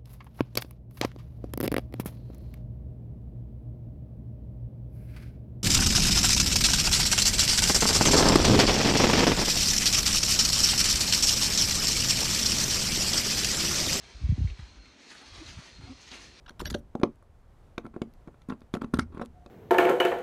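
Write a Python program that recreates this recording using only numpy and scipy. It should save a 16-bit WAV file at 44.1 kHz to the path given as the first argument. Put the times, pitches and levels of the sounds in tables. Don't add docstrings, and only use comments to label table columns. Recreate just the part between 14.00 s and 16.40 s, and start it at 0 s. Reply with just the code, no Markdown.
import sys
import numpy as np
from scipy import signal
from scipy.fft import rfft, irfft, next_fast_len
from scipy.io import wavfile
from scipy.ndimage import map_coordinates

SR = 44100
rng = np.random.default_rng(int(sys.argv[2]) if len(sys.argv) > 2 else 0)


def log_audio(samples):
    frames = np.atleast_2d(samples).T
    limited = np.clip(frames, -1, 1)
    pcm = np.round(limited * 32767).astype(np.int16)
    wavfile.write(sys.argv[1], SR, pcm)


N = 105840

# f/Hz, gain/dB
SWISH_EQ = [(3000, -30), (6000, -8.5), (8200, -4.5), (9500, -5), (11500, -17.5), (12500, -28), (15500, -35)]


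def fodder():
    # t/s, level/dB
    ride = [(0, -57.5), (.04, -52.5), (.15, -56.5), (.33, -56.5), (.55, -59.5), (.63, -57.5), (.75, -64),
            (.95, -62.5), (1.07, -53), (1.2, -52.5), (1.39, -51), (1.55, -54), (1.65, -53.5), (1.76, -58.5),
            (2.02, -55.5), (2.22, -51), (2.31, -60.5), (2.4, -53)]
    # f/Hz, gain/dB
    body_eq = [(210, -27), (350, -4.5), (450, -7.5), (650, -8), (900, -8), (1600, -7), (2380, -4),
               (2800, -6.5), (4150, -5.5), (5200, -8), (6400, -11), (7200, -18), (8100, -20), (9800, -30),
               (11000, -42), (12600, -40), (15500, -66)]
    level_db, = curves(ride)
    level_db = level_db + 1.67 * wobble(29.74)
    body = unit(equalise(patchy(crunch()), body_eq))
    swish = unit(equalise(crunch(), SWISH_EQ))
    swish_db = -27 + 0.99 * (level_db - level_db.mean())
    return amp(level_db) * (body + amp(swish_db) * swish)


def feet():
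    # t/s, level/dB, attack/s, T60/s, centre/Hz, swish against grit/dB
    scuffs = [(.583, -51.5, .011, 0.044, 1150, -23), (0.852, -56, 0.0066, 0.036, 2460, -26),
              (1.062, -59.5, 0.0083, 0.062, 461, -28), (1.102, -51.5, 0.016, 0.12, 1727, -13),
              (1.14, -62, 0.0064, .09, 1460, -2), (1.208, -52.5, 0.0094, 0.16, 805, -19),
              (1.446, -48.5, 0.048, 0.18, 3940, -19.5), (1.575, -56, 0.0086, 0.19, 1392, -15),
              (1.63, -57, 0.032, .25, 3000, -15), (1.805, -54.5, 0.0094, 0.26, 650, -20),
              (1.999, -56.5, 0.016, 0.25, 6070, -24), (2.059, -53, 0.022, 0.22, 4100, -24),
              (2.102, -49.5, .016, 0.18, 3600, -34), (2.11, -48.5, 0.012, 0.16, 520, -20),
              (2.112, -48, 0.034, 0.16, 2680, -16.5), (2.19, -56, 0.021, 0.42, 5610, -14)]
    # f/Hz, gain/dB
    grit_eq = [(60, -28), (200, 18), (330, 8), (600, -3.5), (2000, -0.5), (4300, -7), (6300, -4),
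               (7500, -13.5), (10000, -25), (12500, -27), (16000, -44)]
    skirt_db_per_octave = 6
    out = np.zeros(N)
    for start, db, attack, t60, centre, swish_db in scuffs:
        grit = coloured(crunch(), lambda f: along(grit_eq, f) - skirt_db_per_octave * octaves(f, centre))
        swish = unit(equalise(crunch(), SWISH_EQ))
        out += amp(db) * burst(start, attack, t60) * (unit(grit) + amp(swish_db) * swish)
    return out


def stalks():
    # t/s, level/dB, f/Hz
    snaps = [(0.474, -46, 2280), (.4992, -45, 2680), (1.103, -49, 4600), (1.123, -59, 1930),
             (1.15, -49, 1530), (1.464, -45, 4100), (1.506, -53.5, 4200), (1.5778, -58, 2170),
             (2.115, -44, 4030)]
    skirt_db_per_octave = 32.5
    out = np.zeros(N)
    for start, db, hz in snaps:
        envelope = burst(start, attack_s=0.00098, t60_s=0.035)
        crack = envelope * coloured(rng.standard_normal(N), lambda f: -skirt_db_per_octave * octaves(f, hz))
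        out += amp(db) * crack * np.linalg.norm(envelope) / np.linalg.norm(crack)
    return out


def wind():
    # t/s, level/dB, starting f/Hz, swell/s
    thumps = [(0.147, -38, 70, 0.015), (0.212, -37, 133, 0.0078), (0.2368, -18.5, 104.6, 0.012),
              (0.29, -16, 166, 0.011), (0.3202, -19, 222, 0.0082), (.378, -29, 357, 0.0073),
              (.386, -20.5, 132, 0.0063), (0.404, -27.5, 192, 0.0021), (0.414, -17, 102, 0.0075),
              (0.4415, -18.5, 160, 0.011), (0.479, -30.5, 60, 0.0097), (0.506, -28, 71.4, 0.01),
              (.591, -35.5, 162, 0.0075), (0.622, -35, 80, 0.011), (.768, -42.5, 57.5, 0.021),
              (.872, -52.5, 70, 0.011), (1.319, -43.5, 71, 0.0076), (1.38, -46, 130, .011),
              (1.452, -45.5, 150, 0.01), (1.487, -44.5, 125, .011), (1.571, -36.5, 122, 0.0057),
              (1.586, -38.5, 225, 0.0055), (1.766, -42, 65, 0.016), (1.795, -39.5, 160, 0.0073),
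              (1.833, -40.5, 136, 0.0082)]
    # t/s, level/dB
    ride = [(0, -54), (.1, -62), (.2, -47.5), (.45, -42), (.64, -62), (.72, -61), (.88, -60.5), (.96, -70),
            (1.15, -66.5), (1.29, -63), (1.35, -51), (1.55, -49), (1.69, -65), (1.8, -43.5), (1.95, -59.5),
            (2.14, -60), (2.4, -61.5)]
    # f/Hz, gain/dB
    rumble_eq = [(20, -12), (34, -6.5), (52, 2), (70, -1.5), (100, -4), (160, -17), (280, -16), (450, -53),
                 (900, -86)]
    # f/Hz, gain/dB
    mic_eq = [(20, -7), (33, -12.5), (46, 0), (200, 0.5), (300, -2), (500, -1.5), (1000, -16)]
    rest_hz, sag_s, swell_power = 48.6, 0.013, 1.26
    level_db, = curves(ride)
    out = amp(level_db + 2.7 * wobble(18)) * unit(equalise(rng.standard_normal(N), rumble_eq))
    for start, db, hz, swell in thumps:
        t = np.maximum(clock() - start, 0)
        cycles = rest_hz * t + (hz - rest_hz) * sag_s * (1 - np.exp(-t / sag_s))
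        envelope = (t / swell * np.exp(1 - t / swell)) ** swell_power
        out += amp(db) * envelope * np.sin(2 * np.pi * cycles)
    return equalise(out, mic_eq)


def hollow_tones():
    # centre t/s, level/dB, f/Hz, half length/s, glide/(Hz per s)
    tones = [(1.422, -41.5, 321, .014, 0), (1.913, -39, 257, .019, 800), (1.876, -50.5, 276, .032, -300),
             (1.886, -54, 729, .017, 2000)]
    flutter_rad, overtone_db = 0.41, -22.5
    out = np.zeros(N)
    for centre, db, hz, half_length, glide in tones:
        t = clock() - centre
        phase = 2 * np.pi * (hz * t + glide * t * t / 2) + flutter_rad * wobble(160)
        overtones = sum(np.sin(k * phase) * 2 / k for k in range(2, 6))
        envelope = np.exp(-(t / half_length) ** 2)
        out += amp(db) * envelope * (np.sin(phase) + amp(overtone_db) * overtones)
    return out


def insect():
    # t/s, f/Hz, level/dB
    flight = [(0, 4170, -76), (.36, 4195, -71), (.64, 4195, -72), (.69, 4195, -64.5), (.75, 4225, -70),
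              (.8, 4240, -66), (.825, 4245, -71), (.848, 4255, -64), (.866, 4255, -72), (.885, 4255, -65),
              (.93, 4265, -78), (1.03, 4265, -65.5), (1.16, 4260, -72), (1.26, 4260, -60.5),
              (1.33, 4250, -72), (1.72, 4241, -71), (1.77, 4241, -63.5), (1.88, 4241, -62.5),
              (1.93, 4241, -68), (2.05, 4241, -67.5), (2.25, 4242, -71), (2.4, 4242, -69)]
    waver_hz, early_waver_hz, settle_s, flicker_db = 9, 45, 0.6, 3
    hz, level_db = curves(flight)
    waver = waver_hz + early_waver_hz * np.exp(-(clock() / settle_s) ** 2)
    phase = 2 * np.pi * np.cumsum(hz + waver * wobble(140)) / SR
    return amp(level_db + flicker_db * wobble(28)) * np.sqrt(2) * np.sin(phase)


def trees():
    # f/Hz, gain/dB
    bed_eq = [(88, -28.5), (150, -10), (274, -2), (470, -11), (830, -13), (1730, -14), (3090, -16),
              (3800, -19), (4250, -7), (4600, -25.5), (6100, -17.5), (7300, -31), (9500, -37.5),
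              (11000, -62.5), (15500, -85)]
    return amp(-59.5) * unit(equalise(patchy(rng.standard_normal(N)), bed_eq))


def pen_echo(x, t60_s=0.32, wet_db=-1.5):
    t = np.arange(SR // 2) / SR
    tail = rng.standard_normal(len(t)) * amp(-60 * t / t60_s)
    return x + amp(wet_db) * signal.fftconvolve(x, tail / np.linalg.norm(tail))[:N]


def crunch(crackles_per_s=1800, spread_db=2, crackle_db=-3.5):
    hits = rng.random(N) < crackles_per_s / SR
    sizes = amp(spread_db * np.minimum(rng.exponential(size=N), 5))
    friction = rng.standard_normal(N)
    crackles = unit(hits * sizes * rng.choice([-1, 1], N))
    return unit(friction + amp(crackle_db) * crackles)


def patchy(x, width_hz=129.6, length_s=0.0994, depth_db=2.5):
    spectrum = signal.stft(x, nperseg=2048)[2]
    bins, frames = np.indices(spectrum.shape)
    position = [bins * SR / 2048 / width_hz, frames * 1024 / SR / length_s]
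    patches = map_coordinates(rng.standard_normal((1024, 128)), position, mode="wrap")
    return signal.istft(spectrum * amp(depth_db * patches), nperseg=2048)[1][:N]


def burst(start, attack_s, t60_s):
    t = clock() - start
    return np.clip(t / attack_s, 0, 1) * amp(-60 * np.maximum(t - attack_s, 0) / t60_s)


def wobble(rate):
    return map_coordinates(rng.standard_normal(2048), [clock() * rate + 2])


def curves(rows):
    times, *columns = np.transpose(rows)
    return [np.interp(clock(), times, column) for column in columns]


def coloured(x, db_of):
    size = next_fast_len(N + 8192)
    return irfft(rfft(x, size) * amp(db_of(np.fft.rfftfreq(size, 1 / SR))), size)[:N]


def equalise(x, eq):
    return coloured(x, lambda f: along(eq, f))


def along(eq, hz):
    f, db = np.transpose(eq)
    return np.interp(np.log(hz + 1), np.log(f + 1), db)


def octaves(hz, centre):
    return np.abs(np.log2((hz + 1) / centre))


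def clock():
    return np.arange(N) / SR


def amp(db):
    return 10 ** (np.asarray(db) / 20)


def unit(x):
    return x / np.sqrt(np.mean(x ** 2) + 1e-20)


def scene():
    pen = pen_echo(feet()) + stalks() + fodder() + trees()
    return (pen + wind() + hollow_tones() + insect())[None]


def record(dry):
    hiss_db, top_hz = -94, 15650
    noisy = dry[0] + amp(hiss_db) * rng.standard_normal(N)
    return coloured(noisy, lambda f: -120 * (f > top_hz))[None]


dry = scene()
out = record(dry)
log_audio(out)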